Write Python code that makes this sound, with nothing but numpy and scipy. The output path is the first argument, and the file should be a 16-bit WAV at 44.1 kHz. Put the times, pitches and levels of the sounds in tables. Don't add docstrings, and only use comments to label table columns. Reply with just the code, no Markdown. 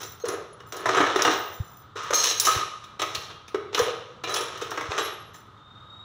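import sys
import numpy as np
from scipy import signal
from scipy.fft import rfft, irfft, next_fast_len
from scipy.io import wavfile

SR = 44100
rng = np.random.default_rng(int(sys.argv[2]) if len(sys.argv) > 2 else 0)


def put_to_file(sound):
    columns = np.atleast_2d(sound).T
    safe = np.clip(columns, -1, 1)
    whole_steps = np.round(safe * 32767)
    wavfile.write(sys.argv[1], SR, whole_steps.astype(np.int16))


N = 266452
TIME = np.arange(N) / SR

# f/Hz, relative level/dB
ROOM_TONE = [(25, -26), (60, -9), (105, 4), (190, -8), (400, -13.5), (750, -15.5), (1000, -10.5),
             (1250, -6.5), (1700, -18.5), (2500, -28.5), (3600, -19.5), (4700, -33), (7200, -40),
             (9000, -49), (15000, -55)]
# t/s, f/Hz, relative level/dB
MOTOR_GLIDE = [(5.529, 3660, -88), (5.6, 3650, -60.5), (5.75, 3674, -56), (5.85, 3720, -49.5),
               (6.04, 3786, -49.5)]
# start t/s, end t/s, top line level/dB, lower lines level/dB
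WHISTLE_CUES = [(0, 0.128, -56, -63), (0.664, 0.78, -56, -62.5), (1.305, 1.536, -43, -65),
                (1.522, 1.797, -52.5, -62), (5.333, 5.385, -61, -65)]
# f/Hz, relative level/dB
WHISTLE_LOWER = [(5170, -2.5), (6010, 7.5), (7170, 5), (7504, -4.5), (9300, -4.5), (10939, -2.5),
                 (12090, -1.5)]
# t/s, peak level/dB, f/Hz
SOFT_THUMPS = [(1.600, -19.5, 96.3), (2.560, -26, 97), (3.175, -36.5, 103), (3.812, -33, 99),
               (4.888, -29.5, 90)]
HANDLE_KNOCKS = [(0.237, -21, 469), (0.286, -22, 396), (0.338, -23, 407), (1.159, -11.5, 390),
                 (1.956, -30.5, 420), (2.104, -22, 539), (3.544, -15, 402), (3.796, -13, 470),
                 (3.880, -22, 494), (4.620, -25, 436), (4.990, -28, 430)]
# f/Hz, t60/s
REVERB_DECAY = [(200, 0.24), (500, 0.84), (1300, 0.68), (4000, 0.73), (7000, 0.71), (11000, 0.5),
                (15000, 0.2)]
# f/Hz, level/dB against the send
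REVERB_EQ = [(200, 0.5), (450, -2.5), (1200, -2), (4000, -2.5), (7000, -13), (14000, -0.5)]
# f/Hz, level/dB, t60/s
SPANNER_MODES = [(4174, -13, .9), (4205, -13, .9), (4344, -15, .8), (5706, -17, .8), (6412, -3, .65),
                 (6440, -11, .4), (8414, -29, .9), (9927, -28, .8), (10400, -27, .5), (12950, -33, .5),
                 (14530, -16, .35), (14670, -21, .5)]
WRENCH_MODES = [(1094, -7.5, 0.87), (1224, -4.5, 0.77), (1280, -2.5, 0.55), (1347, -9, 0.46)]
BIT_MODES = [(7000, -6, .3), (9700, -3, .12), (9900, -3, .2), (10450, 0, .2), (10750, -3, .2)]
WASHER_MODES = [(10300, -10, .6), (11278, 0, .6), (11590, -2, .6)]
# t/s, level/dB
SPANNER_STRIKES = [(0.199, -45.5), (2.143, -21), (2.238, -22), (2.31, -31.5)]
WRENCH_STRIKES = [(2.47, -25), (2.51, -52), (3.019, -37.5)]
BIT_STRIKES = [(0.283, -38.5), (0.528, -61.5), (0.766, -49.5), (3.811, -43), (4.321, -42.5), (4.367, -33.5),
               (4.410, -39)]
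WASHER_STRIKES = [(5.016, -47.5)]
# t/s, level/dB
BOX_TUGS = [(0.998, -26.5), (1.284, -30.5)]
# f/Hz, relative level/dB
GROAN_EQ = [(110, -9), (160, -5), (240, -1), (340, 12.5), (500, -13.5), (680, 9.5), (900, 3), (1300, -18.5)]
# f/Hz, relative level/dB
CLANK_EQ = [(450, -15.5), (720, -10.5), (1000, 2.5), (1250, 6), (1500, 3.5), (1860, 1), (2200, -3.5),
            (3200, -13.5)]
BOOM_EQ = [(120, -16.5), (200, -22.5), (280, -12), (385, 4), (470, 0.5), (560, -4), (660, -4), (800, -8.5),
           (1300, -30.5)]
CLACK_EQ = [(1500, 0), (2100, -0.5), (2850, 2), (3250, -0.5), (3700, 2), (4200, -4.5), (4600, -14.5),
            (6000, -32.5)]
CLINK_EQ = [(3900, -1.5), (4700, -11), (5400, 3.5), (6200, 3), (6800, -4), (8000, -13), (10500, -32)]
TICK_EQ = [(6500, -25), (8400, -12), (9200, -4), (10400, 1.5), (11500, -2), (13500, -8), (14700, -1),
           (15600, 0.5)]
VOICES = (CLANK_EQ, BOOM_EQ, CLACK_EQ, CLINK_EQ, TICK_EQ)
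BRIGHTNESS_TILT = [-0.38, -0.41, 0.19, 0.5, 0.77]
# t/s, length/s, level/dB, brightness/dB, extra clack/dB, extra boom/dB
HAND_PUSHES = [(0, 0.024, -27, 9.5, -2.5, 0), (0.238, 0.11, -31, -3, 0, 8.5),
               (0.73, 0.25, -32.5, -4, 2, 5.5), (0.88, 0.41, -22.5, 1.5, 4, 1.5),
               (1.248, 0.088, -17, 5.5, -0.5, 2), (1.958, 0.13, -26, 0.5, 0.5, -8),
               (2.13, 0.17, -16.5, 21, -4, -7.5), (2.407, 0.2, -22.5, 7.5, 3, -4.5),
               (3.03, 0.21, -34, 13, -11, 0), (3.725, 0.16, -25, 2, 5, 5),
               (4.27, 0.14, -23.5, 5.5, -10, 5.5), (4.437, 0.66, -31.5, 1.5, 2, -1),
               (4.902, 0.13, -25, -1.5, -6, -4.5)]
# t/s, peak level/dB, centre f/Hz
STEEL_SNAPS = [(1.221, -9, 5660), (2.2712, -22, 5560), (2.3988, -9.5, 6980), (3.1535, -19.5, 3930),
               (3.7475, -16, 5800), (4.341, -16.5, 6100)]
# t/s, level/dB, brightness/dB, extra clack/dB where flat faces meet
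GLANCING_HITS = [(0.944, -17, -9, -13), (0.966, -14, -10.5, -6), (1.001, -15, -12.5, 1),
                 (1.19, -19, -11, -2), (1.304, -23, -9, 8), (1.954, -33, -5, 1), (2.236, -19, 14, 5),
                 (2.448, -17, 20.5, 0.5), (2.466, -12.5, 5, -9), (2.509, -20, 11, 5), (2.545, -21, 2, -3),
                 (2.992, -22.5, -1, 7), (3.297, -36.5, -7, 8.5), (3.774, -17.5, -2, -3),
                 (3.879, -32.5, -8, -1), (4.292, -24.5, 4.5, 2), (4.356, -19, 3.5, 6.5),
                 (4.612, -25.5, 0.5, 4), (4.977, -16, -2.5, 4), (5.047, -30, 9, 7), (5.34, -38.5, 3.5, -14)]
SQUARE_HITS = [(0.031, -32, 15, -12), (0.199, -43, 4, -1), (0.254, -30, 7, -5), (0.285, -23.5, 8.5, -3),
               (0.602, -40, -3.5, 2.5), (0.723, -27.5, 7.5, -1.5), (0.765, -39, 23, -14),
               (0.857, -16.5, -6.5, -9), (0.889, -17.5, -8.5, -6), (1.037, -23.5, -17, -12),
               (1.064, -22.5, -6, 3), (1.159, -16.5, -0.5, -3), (1.22, -17.5, 10, -14),
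               (1.249, -13, -4, 3.5), (1.276, -19.5, -11.5, -7), (2.032, -39, 15, -6),
               (2.106, -20.5, -1, -8), (2.128, -17.5, -4, -6), (2.142, -22, 19, -10), (2.271, -22, 12, 7.5),
               (2.31, -24.5, 5.5, 10.5), (2.399, -24, 36.5, -4), (2.84, -40, 6, 7.5),
               (3.018, -18, 2.5, 5.5), (3.062, -43, 9, 4), (3.149, -26, 14.5, 8.5), (3.48, -39, 7.5, 7),
               (3.545, -27, -9.5, 3.5), (3.746, -21, 7.5, 10.5), (3.791, -16.5, 6.5, -11),
               (4.237, -24.5, -1.5, 10.5), (4.273, -35, -4, 16), (4.342, -24, 19, 4),
               (4.409, -28.5, 16, -14), (4.575, -38, 12, 1), (4.706, -33, 16, -9), (4.716, -30, -13.5, 3),
               (4.774, -23, -6.5, -7), (4.809, -26, -2.5, 0), (4.917, -24, -8, 8.5)]


def amp(db):
    return 10 ** (np.asarray(db) / 20)


def unit_rms(x):
    return x / np.sqrt(np.mean(x ** 2) + 1e-20)


def curve_at(points, hz):
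    f, value = np.transpose(points)
    return np.interp(np.log(hz + 1), np.log(f + 1), value)


def place(mix, start_s, sound):
    part = mix[max(round(start_s * SR), 0):][:len(sound)]
    part += sound[:len(part)]


def wander(hz):
    size = next_fast_len(N, True)
    lowpass = np.exp(-(np.fft.rfftfreq(size, 1 / SR) / hz) ** 2)
    return unit_rms(irfft(rfft(rng.standard_normal(size)) * lowpass, size)[:N])


def crackle(per_s, size=N):
    return rng.standard_normal(size) * (rng.random(size) < per_s / SR)


def body_response(eq, size=16384):
    hz = np.fft.rfftfreq(size, 1 / SR) + 1
    octaves_out = np.maximum(np.log2(eq[0][0] / hz), 0) + np.maximum(np.log2(hz / eq[-1][0]), 0)
    log_gain = np.log(amp(np.maximum(curve_at(eq, hz) - 24 * octaves_out, -90)))
    mirrored = np.r_[log_gain, log_gain[-2:0:-1]]
    return np.exp(np.conj(signal.hilbert(mirrored)))[:len(hz)]


def rubbed(slips, eq):
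    return unit_rms(signal.oaconvolve(slips, irfft(body_response(eq)))[:N])


def room_tone(level_db=-51.5, swell_db=1):
    spectrum = amp(curve_at(ROOM_TONE, np.fft.rfftfreq(N, 1 / SR)))
    noise = irfft(rfft(rng.standard_normal(N)) * spectrum, N)
    return amp(level_db + swell_db * wander(12)) * unit_rms(noise)


def far_motor(trim_db=-1, blur_hz=45, octave_db=-32):
    times, hz, db = np.transpose(MOTOR_GLIDE)
    rotor = np.exp(2j * np.pi * np.cumsum(np.interp(TIME, times, hz)) / SR)
    whine = rotor + amp(octave_db) * rotor ** 2
    blur = 1 + wander(blur_hz) + 1j * wander(blur_hz)
    return amp(trim_db + np.interp(TIME, times, db, left=-99)) * (whine * blur).real


def thin_whistle(top_hz=15020, top_width_hz=120, lower_width_hz=70, flutter_db=3):
    top = wander(top_width_hz) * np.sin(2 * np.pi * top_hz * TIME)
    lower = sum(amp(db) * wander(lower_width_hz) * np.sin(2 * np.pi * hz * TIME)
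                for hz, db in WHISTLE_LOWER)
    out = np.zeros(N)
    for start, end, top_db, lower_db in WHISTLE_CUES:
        gate = np.clip((TIME - start) / 0.004, 0, 1) * np.clip((end - TIME) / 0.05 + 1, 0, 1)
        out += gate * (amp(top_db) * top + amp(lower_db) * lower)
    return out * amp(flutter_db * wander(1.6))


def thuds(cues, attack_s):
    t, out = np.arange(SR // 8) / SR, np.zeros(N)
    envelope = (t / attack_s * np.exp(1 - t / attack_s)) ** 2
    for start, db, hz in cues:
        place(out, start, amp(db) * envelope * np.sin(2 * np.pi * hz * t))
    return out


def workshop_reverb(send, build_s=0.0014):
    build_up = 1 - np.exp(-np.arange(SR) / SR / build_s)
    reflections = rng.choice([-1., 1.], SR) * (rng.random(SR) < 1 / 8) * build_up
    hz, t, bands = signal.stft(reflections, SR, nperseg=256)
    t60 = curve_at(REVERB_DECAY, hz)[:, None]
    colour = amp(curve_at(REVERB_EQ, hz))[:, None]
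    unit_energy = np.sqrt(16 * np.log(1000) / (SR * t60))
    tail = signal.istft(bands * np.exp(-np.log(1000) * t / t60) * colour * unit_energy, SR, nperseg=256)
    return signal.fftconvolve(send, tail[1])[:N]


def box_groan(slips_per_s=400, swell_s=0.05):
    pull = sum(amp(db) / (1 + ((TIME - peak_s) / swell_s) ** 2) ** 2 for peak_s, db in BOX_TUGS)
    return pull * rubbed(crackle(slips_per_s), GROAN_EQ)


def ringing_tool(modes, strikes, uneven_db=2, waver=0.77, waver_hz=45, attack_s=0.00103):
    hz, db, t60 = np.transpose(modes)[:, :, None]
    t, out = np.arange(SR) / SR, np.zeros(N)
    envelopes = (1 - np.exp(-t / attack_s)) * np.exp(-np.log(1000) * t / t60)
    partials = amp(db) * envelopes * np.sin(2 * np.pi * hz * t)
    for start, strike_db in strikes:
        weights = amp(strike_db + uneven_db * rng.standard_normal(len(modes)))
        place(out, start, weights @ partials)
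    return out * (1 + waver * wander(waver_hz))


def voice_levels(level_db, bright_db, clack_db, boom_db=0):
    return level_db + bright_db * np.array(BRIGHTNESS_TILT) + np.array([0, boom_db, clack_db, 0, 0])


def tool_scrape(faders_db, slips_per_s=3000, spread_db=1.5, grip_s=0.0067, release_s=0.043):
    slip_sizes = amp(spread_db * np.minimum(rng.exponential(1, N), 3))
    slips = slip_sizes * crackle(slips_per_s)
    power = np.zeros((len(VOICES), N))
    for start, length, *contact in HAND_PUSHES:
        grip = np.clip((TIME - start) / grip_s, 0, 1)
        release = np.exp(-np.maximum(TIME - start - length, 0) / release_s)
        power += np.outer(amp(voice_levels(*contact) + faders_db) ** 2, (grip * release) ** 2)
    return sum(gain * rubbed(slips, eq) for gain, eq in zip(np.sqrt(power), VOICES))


def steel_snaps(attack_s=0.0008, scatter_hz=900, mode_count=14):
    t, out = np.arange(SR // 50) / SR, np.zeros(N)
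    for start, db, centre_hz in STEEL_SNAPS:
        offset, phase = rng.random((2, mode_count, 1))
        mode_hz = centre_hz + scatter_hz * (2 * offset - 1)
        snap = t * np.exp(-t / attack_s) * np.sin(2 * np.pi * (mode_hz * t + phase)).sum(0)
        place(out, start, amp(db) * snap / abs(snap).max())
    return out


def damped_steel(size, ring_db=5, width_hz=30, mode_count=36):
    hz = np.fft.rfftfreq(size, 1 / SR)
    mode_hz = 2000 + 13500 * rng.random((mode_count, 1))
    modes = rng.standard_normal((mode_count, 1)) / (1 + 2j * (hz - mode_hz) / width_hz)
    return 1 + amp(ring_db) * modes.sum(0)


def tool_clatter(hits, faders_db, attack_s, decay_s, settle_db=-15, settle_s=0.05, size=16384):
    t, out = np.arange(size) / SR, np.zeros(N)
    attack = (1 - np.exp(-t / attack_s)) ** 2
    envelope = attack * (np.exp(-t / decay_s) + amp(settle_db) * np.exp(-t / settle_s))
    voices = np.array([body_response(eq, size) for eq in VOICES])
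    tools = [damped_steel(size) for _ in range(10)]
    for start, *contact in hits:
        chatter = crackle(per_s=8000, size=size) * envelope
        tool = tools[rng.integers(len(tools))]
        layers = irfft(rfft(chatter) * tool * voices, size)
        layers *= np.sqrt(SR / 50) / np.linalg.norm(layers, axis=1, keepdims=True)
        place(out, start, amp(voice_levels(*contact) + faders_db) @ layers)
    return out


def scene():
    blows = tool_clatter(SQUARE_HITS, [-10, -14, -17, -16.5, -30], attack_s=0.00012, decay_s=0.0069)
    scuffs = tool_clatter(GLANCING_HITS, [-11, -16, -16, -15, -28.5], attack_s=0.0017, decay_s=0.018)
    snaps = steel_snaps()
    scrapes = tool_scrape(faders_db=[-12.5, -17.5, -19, -21.5, -45.5])
    rummage = blows + scuffs + snaps + scrapes + box_groan()
    rings = (ringing_tool(SPANNER_MODES, SPANNER_STRIKES) + ringing_tool(WRENCH_MODES, WRENCH_STRIKES)
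             + ringing_tool(BIT_MODES, BIT_STRIKES) + ringing_tool(WASHER_MODES, WASHER_STRIKES))
    knocks = thuds(HANDLE_KNOCKS, attack_s=0.0051)
    whistle = thin_whistle()
    reverb = workshop_reverb(rummage + amp(-1.5) * knocks + amp(-10.5) * rings + amp(-3) * whistle)
    background = room_tone() + thuds(SOFT_THUMPS, attack_s=0.0073) + amp(-1.5) * whistle + far_motor()
    return (rummage + rings + knocks + reverb + background)[None]


def record(dry, port_hz=1258, port_q=20, port_db=2, cutoff_hz=15750):
    port_ring = signal.lfilter(*signal.iirpeak(port_hz, port_q, SR), dry)
    lowpass = signal.firwin(301, cutoff_hz, window=("kaiser", 8), fs=SR)
    return signal.oaconvolve(dry + amp(port_db) * port_ring, lowpass[None], "same")


dry = scene()
out = record(dry)
put_to_file(out)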